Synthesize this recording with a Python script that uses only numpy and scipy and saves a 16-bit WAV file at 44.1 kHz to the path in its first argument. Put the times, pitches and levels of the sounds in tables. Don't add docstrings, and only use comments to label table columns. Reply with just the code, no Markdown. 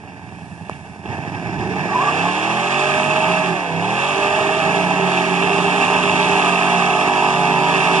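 import sys
import numpy as np
from scipy import signal
from scipy.fft import rfft, irfft, next_fast_len
from scipy.io import wavfile
from scipy.ndimage import uniform_filter1d

SR = 44100
rng = np.random.default_rng(int(sys.argv[2]) if len(sys.argv) > 2 else 0)


def master(y):
    cut = np.clip(np.atleast_2d(y).T, -1, 1)
    pcm = np.round(cut * 32767)
    wavfile.write(sys.argv[1], SR, pcm.astype(np.int16))


N = 352800
T = np.arange(N) / SR

# time in seconds, cycles per second (all eight cylinders fire once a cycle).
ENGINE_SPEED = [(0, 10.4), (1.03, 10.5), (1.2, 11.2), (1.45, 13.8), (1.6, 15), (1.75, 16.3), (1.85, 21.4),
                (2.01, 28.0), (2.17, 33.0), (2.33, 37.4), (2.57, 43.3), (2.7, 45.5), (2.81, 47.5),
                (2.92, 49.0), (3.3, 49.8), (3.42, 47.5), (3.53, 41.2), (3.65, 34.4), (3.72, 32.8),
                (3.8, 33.7), (3.95, 41.8), (4.02, 45.6), (4.1, 48.7), (4.25, 50.0), (4.5, 49.8),
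                (4.8, 50.2), (5.0, 48.6), (5.17, 44.2), (5.3, 45.8), (5.45, 50.0), (5.75, 50.5),
                (6.3, 50.6), (6.38, 49.3), (6.47, 45.8), (6.6, 46.3), (6.8, 47.5), (7.0, 47.8), (7.3, 47.3),
                (7.55, 47.6), (7.83, 48.5), (8.0, 48.2)]
# time in seconds, change in dB.
HARSHNESS = [(2.7, -1), (2.92, 1), (3, -2), (3.7, 1), (4.6, -1.5), (5.02, -1), (5.15, 5), (5.3, -.5),
             (6, -.5), (6.37, 2), (7.6, -2), (7.75, 1.5)]

FULL_REVS_HZ = 53.64
LOOSE_S, SPIN_UP_S = 1.88, 0.2


def exhaust():
    # time in seconds, boom level in dB, roar (bark and gas) level in dB.
    loudness = [(0, -38, -38), (1.02, -38, -39.5), (1.07, -28, -29), (1.4, -28, -27.5), (1.72, -22.5, -24),
                (2, -33, -18), (2.6, -43, -21), (3.4, -33, -19), (3.69, -40, -23), (4.4, -36, -18.5),
                (5.7, -33, -19), (6.2, -35, -16.5), (7.4, -38, -16), (8, -35, -15)]
    # frequency in Hz, level in dB.
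    boom_tone = [(25, -50), (85, -5), (135, 6), (168, 5), (230, -3), (330, -2), (600, -10), (1200, -54)]
    bark_tone = [(200, -24), (420, -9.5), (730, 5), (950, 4), (1060, -2), (1800, -20), (2600, -16),
                 (5500, -35), (10000, -38)]
    cycle_hz, = curves(ENGINE_SPEED)
    boom_db, roar_db = curves(loudness)
    rough = roughness()
    wavering_hz = cycle_hz * (1 + 0.00147 * wander(14))
    pulses, age, size = firings(wavering_hz, jitter=0.021 + 0.108 * rough ** 2, scatter_db=2.0 * rough)
    radiated = signal.sosfilt(signal.butter(4, 86, "high", fs=SR, output="sos"), pulses)
    boom = steady(colour(radiated, boom_tone)) * gain(boom_db - 9 + 7 * rough)
    bark = steady(colour(pulses, bark_tone)) * gain(-14 + 10 * rough + passed())
    puffs = gas_puffs(cycle_hz, age, size)
    roar = (bark + gas_rush(puffs, cycle_hz, rough)) * gain(roar_db)
    return boom + roar + tailpipe_hiss(puffs) + crack(age, size) + misfires(pulses)


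def firings(cycle_hz, jitter, scatter_db):
    # strength in dB, lateness in beats.
    cylinders = [(-0.5, 0.093), (-8.5, .15), (-4, 0.083), (-2, -0.092), (-1.5, -0.157), (-5.5, 0.043),
                 (-3.5, 0.117), (-4.5, -0.083)]
    beats = np.cumsum(cycle_hz) * len(cylinders) / SR
    chance = rng.standard_normal((4096, 2))
    number = np.arange(1, int(beats[-1]))
    db, late = np.array(cylinders)[number % len(cylinders)].T
    due = np.sort(number + late + np.interp(number, beats, jitter) * chance[number, 0])
    size = gain(db + np.interp(number, beats, scatter_db) * chance[number, 1])
    at = np.interp(due, beats, np.arange(N))
    pulses = np.zeros(N + 1)
    np.add.at(pulses, at.astype(int), size * (1 - at % 1))
    np.add.at(pulses, at.astype(int) + 1, size * (at % 1))
    latest = np.maximum(np.searchsorted(due, beats) - 1, 0)
    return pulses[:N], np.abs(beats - due[latest]), size[latest]


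def gas_puffs(cycle_hz, age, size, fade_beats=0.95):
    stream = 1.8 * (cycle_hz / FULL_REVS_HZ) ** .2
    return (stream + size * np.exp(-age / fade_beats)) * noise()


def gas_rush(puffs, cycle_hz, rough, chuff_hz=520, flutter_db=2.0):
    # frequency in Hz, level in dB.
    gas_tone = [(60, -30.5), (200, -6.5), (420, -1.5), (620, -3.5), (850, 5.5), (1100, -11.5), (1700, 0),
                (2400, -6), (3400, -20.5), (4200, -25), (5400, -22), (6500, -29), (10000, -40.5)]
    octaves_above_idle = np.log2(cycle_hz / cycle_hz[0])
    gas = steady(colour(puffs, gas_tone))
    chuff = signal.sosfiltfilt(signal.butter(4, chuff_hz, fs=SR, output="sos"), gas)
    thinned = gas - chuff * (1 - gain(-3 * octaves_above_idle))
    return thinned * gain(-1 - octaves_above_idle - 3 * passed() + flutter_db * rough * wander(35))


def tailpipe_hiss(puffs, behind_db=-41, front_loss_db=24, lag_s=1.2):
    # frequency in Hz, level in dB.
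    hiss_tone = [(1000, -45), (2500, -25), (3600, 16), (4600, 12), (6000, -6), (10000, -22)]
    return steady(colour(puffs, hiss_tone)) * gain(behind_db - front_loss_db * (1 - passed(lag_s)))


def crack(age, size, fade_beats=0.2, db_per_octave=17):
    # frequency in Hz, level in dB.
    crack_tone = [(200, -35), (800, 1), (1700, -.5), (2600, 2), (3400, -5), (4100, -15), (10000, -25)]
    bursts = size * np.exp(-age / fade_beats) * noise()
    db = -24 + db_per_octave * effort() + 2 * passed() + curves(HARSHNESS)[0]
    return steady(colour(bursts, crack_tone)) * gain(db)


def misfires(pulses, share=0.3, db=-29):
    # frequency in Hz, level in dB.
    thud_tone = [(40, -36), (85, -7), (170, -2), (420, 2), (520, -7), (800, 0), (2500, -40)]
    missed = rng.random(N) < share * stutter()
    thuds = -colour(pulses * missed, thud_tone)
    usual_size = np.sqrt(share * np.mean(colour(pulses * noise(), thud_tone) ** 2))
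    return thuds / usual_size * gain(db)


def drone(waver_db=2.6, stumble=0.9):
    # multiple of the engine speed, level from the front in dB, level from behind in dB.
    tones = [(2, -48.0, -53.0), (3, -36.0, -38.5), (4, -38.0, -43.0), (5, -30.0, -25.5), (6, -40.5, -37.0),
             (7, -40.0, -37.5), (8, -29.0, -32.0), (9, -35.5, -34.0), (10, -37.0, -34.0),
             (11, -36.5, -33.0), (12, -37.0, -30.5), (13, -37.0, -41.0), (14, -36.5, -40.0),
             (15, -42.5, -34.0), (16, -35.0, -34.5), (17, -36.5, -35.5), (18, -36.5, -35.5),
             (19, -36.0, -36.5), (20, -36.5, -33.0), (21, -39.0, -32.0), (22, -41.0, -40.5),
             (23, -39.0, -36.0), (24, -35.5, -38.0), (25, -40.0, -36.5), (26, -45.5, -35.5),
             (27, -38.5, -37.5), (28, -41.0, -40.0)]
    # frequency in Hz, boost in dB.
    pipe_ring = [(30, -36), (55, -27), (85, -5), (110, 0), (145, 1), (170, 6), (205, 1), (240, -9),
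                 (290, 1), (340, -2), (400, 3.5), (450, 0), (520, -11), (600, -4), (720, 3.5), (850, 7),
                 (1000, -1.5), (1250, 2), (1400, -2)]
    # time in seconds, level in dB.
    loudness = [(0, -13.5), (1, -14), (1.1, -6), (1.42, -6), (1.58, -1), (1.76, 0), (1.9, -4.5), (2.55, 0),
                (3.2, 0), (3.6, -6), (3.8, -.5), (4.7, 0), (5.15, -1.5), (6.2, -.5), (7, 3), (8, 2.5)]
    cycle_hz, = curves(ENGINE_SPEED)
    rough, behind = roughness(), passed()
    phase = 2 * np.pi * np.cumsum(cycle_hz) / SR
    out = 0
    for multiple, front_db, rear_db in tones:
        facing_db = front_db + (rear_db - front_db) * behind
        db = facing_db + at_frequencies(pipe_ring, multiple * cycle_hz) + waver_db * wander(12)
        shift = rng.uniform(0, 2 * np.pi) + stumble * rough * wander(20)
        out = out + gain(db) * np.sin(round(multiple) * phase + shift)
    return out * gain(curves(loudness)[0])


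def spits(fade_s=0.002):
    # start in seconds, peak level in dB.
    hard_firings = [(1.058, -15), (1.102, -21), (1.128, -20), (1.182, -17), (1.25, -18), (1.35, -18),
                    (1.856, -10), (4.998, -8), (5.588, -4)]
    # frequency in Hz, level in dB.
    spit_tone = [(40, -37), (400, 6), (900, 1), (1500, -11), (2600, -3), (4000, -20), (10000, -34)]
    out = np.zeros(N)
    for start, db in hard_firings:
        fade = (T >= start) * np.exp(-np.abs(T - start) / fade_s)
        thump = colour((1 + 1.3 * noise()) * fade, spit_tone)
        out -= gain(db) * thump / np.abs(thump).max()
    return out


def valves(db=-49.5, sway_db=8.0, tick_db=3.5):
    # frequency in Hz, level in dB.
    valve_tone = [(500, -33), (1200, -12), (1800, 4), (2500, 2.5), (3500, -7.5), (4200, -19), (5400, -15),
                  (9000, -33)]
    rustle = noise() * gain(tick_db * wander(300) + sway_db * wander(14))
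    return unit(colour(rustle, valve_tone)) * gain(db)


def effort(lead_s=0.05):
    cycle_hz, = curves(ENGINE_SPEED)
    pull_hz = uniform_filter1d(cycle_hz + lead_s * np.gradient(cycle_hz) * SR, SR // 10)
    return np.log2(np.maximum(pull_hz, 1) / FULL_REVS_HZ)


def stutter(around_hz=49, width_hz=0.5):
    cycle_hz, = curves(ENGINE_SPEED)
    return .5 + .5 * np.tanh((cycle_hz - around_hz) / width_hz)


def roughness():
    # time in seconds, lumpiness (0 is smooth, about 1 is very lumpy).
    lumpiness = [(0, .62), (1.1, .7), (1.75, .6), (2.1, .15), (3.35, .12), (3.55, .4), (3.8, .12), (8, .12)]
    return curves(lumpiness)[0] + 0.25 * stutter()


def passed(lag_s=0, pass_s=5.54, width_s=0.31):
    return .5 + .5 * np.tanh((T - pass_s - lag_s) / width_s)


def tread(waver_db=1.5):
    # time in seconds, half turns per second.
    wheel_speed = [(1.9, 20), (2.1, 25.2), (2.35, 29.7), (2.6, 32.2), (2.85, 33.9), (3.1, 34.9),
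                   (3.35, 35.3), (3.5, 34.8), (3.68, 27), (3.8, 27.3), (4.12, 32.7), (4.35, 34.4),
                   (4.6, 35.5), (4.9, 36), (5.35, 35.4), (5.85, 36.1), (6.4, 36.1), (7.1, 35.2),
                   (7.5, 34.3), (8, 34.9)]
    # multiple of the half-turn rate, level in dB.
    hum = [(5, -29), (8, -38), (11, -32)]
    whine = [(18, -28), (24, -42), (25, -39), (36, -35)]
    # time in seconds, hum level in dB, whine level in dB.
    loudness = [(1.9, -28, -5.5), (2.5, -27, -5), (3.15, -15, 4), (3.3, 1, 3.5), (3.52, 0, -4),
                (3.68, -28, -1), (4.45, -14, 1), (4.85, 3, 1), (5.2, 3.5, -1), (5.55, 1.5, -10),
                (6.15, -1.5, -6), (6.8, 2.5, -4.5), (7.15, -14, -0.5), (7.4, 1.5, -7), (8, -2, -3)]
    half_turn_hz, = curves(wheel_speed)
    phase = 2 * np.pi * np.cumsum(half_turn_hz * (1 + 0.0017 * wander(18))) / SR
    out = 0
    for tones, level_db in zip((hum, whine), curves(loudness)):
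        for multiple, db in tones:
            strength = gain(db + level_db + waver_db * wander(25))
            out = out + strength * np.sin(round(multiple) * phase + 0.063 * wander(40))
    return np.sqrt(2) * out


def scrub(grain_db=1.0, judder_db=1.4, db_per_octave=17, cold_db=16, heat_s=0.55):
    # frequency in Hz, level in dB.
    scrub_tone = [(150, -32), (400, -13), (800, -1), (1200, 4.5), (1700, -.5), (2600, 2), (3400, -5.5),
                  (4100, -16), (5400, -16), (7200, -20), (9600, -26), (11000, -51)]
    slips = noise() * gain(grain_db * wander(900) + judder_db * wander(55))
    bite_db = cold_db * np.exp(-np.maximum(T - LOOSE_S, 0) / heat_s)
    db = -22 + db_per_octave * effort() + 1.5 * passed() + bite_db + curves(HARSHNESS)[0]
    return unit(colour(slips, scrub_tone)) * gain(db)


def chirps(waver=0.028, judder_db=2.5):
    # start in seconds, length in seconds, first pitch in Hz, last pitch in Hz, level in dB.
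    squeals = [(1.878, 0.083, 1190, 1080, -27), (1.937, 0.073, 985, 1013, -17),
               (1.996, 0.051, 1095, 1140, -18.5), (2.057, 0.052, 1125, 1188, -16),
               (2.237, .09, 1065, 1090, -27)]
    out = np.zeros(N)
    wobble = 1 + waver * wander(220)
    for start, length, first_hz, last_hz, db in squeals:
        progress = np.clip((T - start) / length, 0, 1)
        hz = (first_hz + (last_hz - first_hz) * progress) * wobble
        phase = 2 * np.pi * np.cumsum(hz) / SR
        swell = np.sqrt(2 * np.abs(np.sin(np.pi * progress)))
        out += gain(db) * swell * (np.sin(phase) + 0.087 * np.sin(2 * phase))
    return out * unit(gain(judder_db * wander(170)))


def pop(at_s=0.6969, hz=700, db=-9, snap_db=-15):
    slow = 2 * np.pi * hz * (T - at_s)
    fast = 7 * slow
    swing = slow * np.exp((1 - slow ** 2) / 2)
    snap = fast * np.exp((1 - fast ** 2) / 2)
    return gain(db) * (swing + gain(snap_db) * snap)


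def trees(car, echo_s=0.69, drift_hz=6, paths=4):
    # frequency in Hz, level in dB.
    echo_tone = [(60, -34.5), (800, -14), (4500, -7), (9000, -1)]
    scattered = colour(car, echo_tone)
    fade = np.exp(-np.log(1000) * T[:SR // 2] / echo_s)
    sides = []
    for _ in range(2):
        tails = rng.standard_normal((paths, len(fade))) * fade
        echoes = np.array([signal.oaconvolve(scattered, tail / np.linalg.norm(tail))[:N] for tail in tails])
        shares = np.array([wander(drift_hz) for _ in tails])
        sides.append(np.sum(echoes * shares, axis=0) / np.linalg.norm(shares, axis=0))
    return np.array(sides)


def breeze(db=-53):
    # frequency in Hz, level in dB.
    breeze_tone = [(20, -24), (50, -13), (100, -16), (300, -22), (1000, -33), (10000, -32)]
    return np.array([unit(colour(noise(), breeze_tone)) * gain(db + 2 * wander(7.9)) for _ in range(2)])


def gain(db):
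    return np.exp(np.asarray(db) * np.log(10) / 20)


def unit(x):
    return x / np.sqrt(np.mean(x ** 2))


def steady(x):
    return x / np.sqrt(uniform_filter1d(x ** 2, SR // 4) + 1e-12)


def curves(table):
    times, *columns = np.transpose(table)
    return [np.interp(T, times, column) for column in columns]


def at_frequencies(table, hz):
    row_hz, values = np.transpose(table)
    return np.interp(np.log(hz + 1), np.log(row_hz), values)


def colour(x, tone, size=4096):
    response = gain(at_frequencies(tone, np.fft.rfftfreq(size, 1 / SR)))
    cepstrum = irfft(np.log(response))
    cepstrum[1:size // 2] *= 2
    cepstrum[size // 2 + 1:] = 0
    return signal.oaconvolve(x, irfft(np.exp(rfft(cepstrum))))[:N]


def wander(rate):
    points = rng.standard_normal(8192)
    return unit(np.interp(T * rate, np.arange(len(points)), points))


def noise():
    return rng.standard_normal(N)


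def scene():
    loose = np.clip((T - LOOSE_S) / SPIN_UP_S, 0, 1)
    car = exhaust() + valves() + drone() + spits() + loose * (tread() + scrub()) + chirps()
    return car + trees(car) + pop() + breeze()


def record(dry, ceiling=0.88, top_hz=10400):
    # frequency in Hz, width in Hz, change in dB.
    dips_and_peaks = [(519, 35, -9.5), (1405, 77, -10.5), (2028, 105, -9), (2670, 94, 5), (5390, 67, 1),
                      (3025, 94, -5), (4976, 155, -3.5)]
    # frequency in Hz, left level minus right level in dB.
    balance = [(60, 7.5), (110, -11), (190, -5.5), (340, -5.5), (600, -4.5), (1070, -1.5), (1910, -4),
               (3410, -3), (6070, -3.5), (10800, -5)]
    # frequency in Hz, its phase shift in radians.
    left_phase = [(0, 0), (1290, -0.3), (1550, -1.9), (2330, -3.9), (2580, -5.6), (3530, -7.3),
                  (3960, -9.2), (4390, -10.1), (4820, -11.8), (6630, -17.1), (7920, -21.2), (9560, -25.8),
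                  (10100, -28.0), (10900, -28.0)]
    size = next_fast_len(N + 4096)
    hz = np.fft.rfftfreq(size, 1 / SR)
    tone_db = sum(db * np.exp(-((hz - centre) / width) ** 2 / 2) for centre, width, db in dips_and_peaks)
    side_db = at_frequencies(balance, hz) / 2
    lag = np.exp(1j * np.interp(hz, *np.transpose(left_phase)))
    response = np.array([gain(tone_db + side_db) * lag, gain(tone_db - side_db)])
    heard = irfft(rfft(dry, size) * response, size)[:, :N]
    rounded = heard / (1 + (heard / ceiling) ** 8) ** (1 / 8)
    return signal.sosfilt(signal.ellip(8, .2, 70, top_hz, fs=SR, output="sos"), rounded)


dry = scene()
out = record(dry)
master(out)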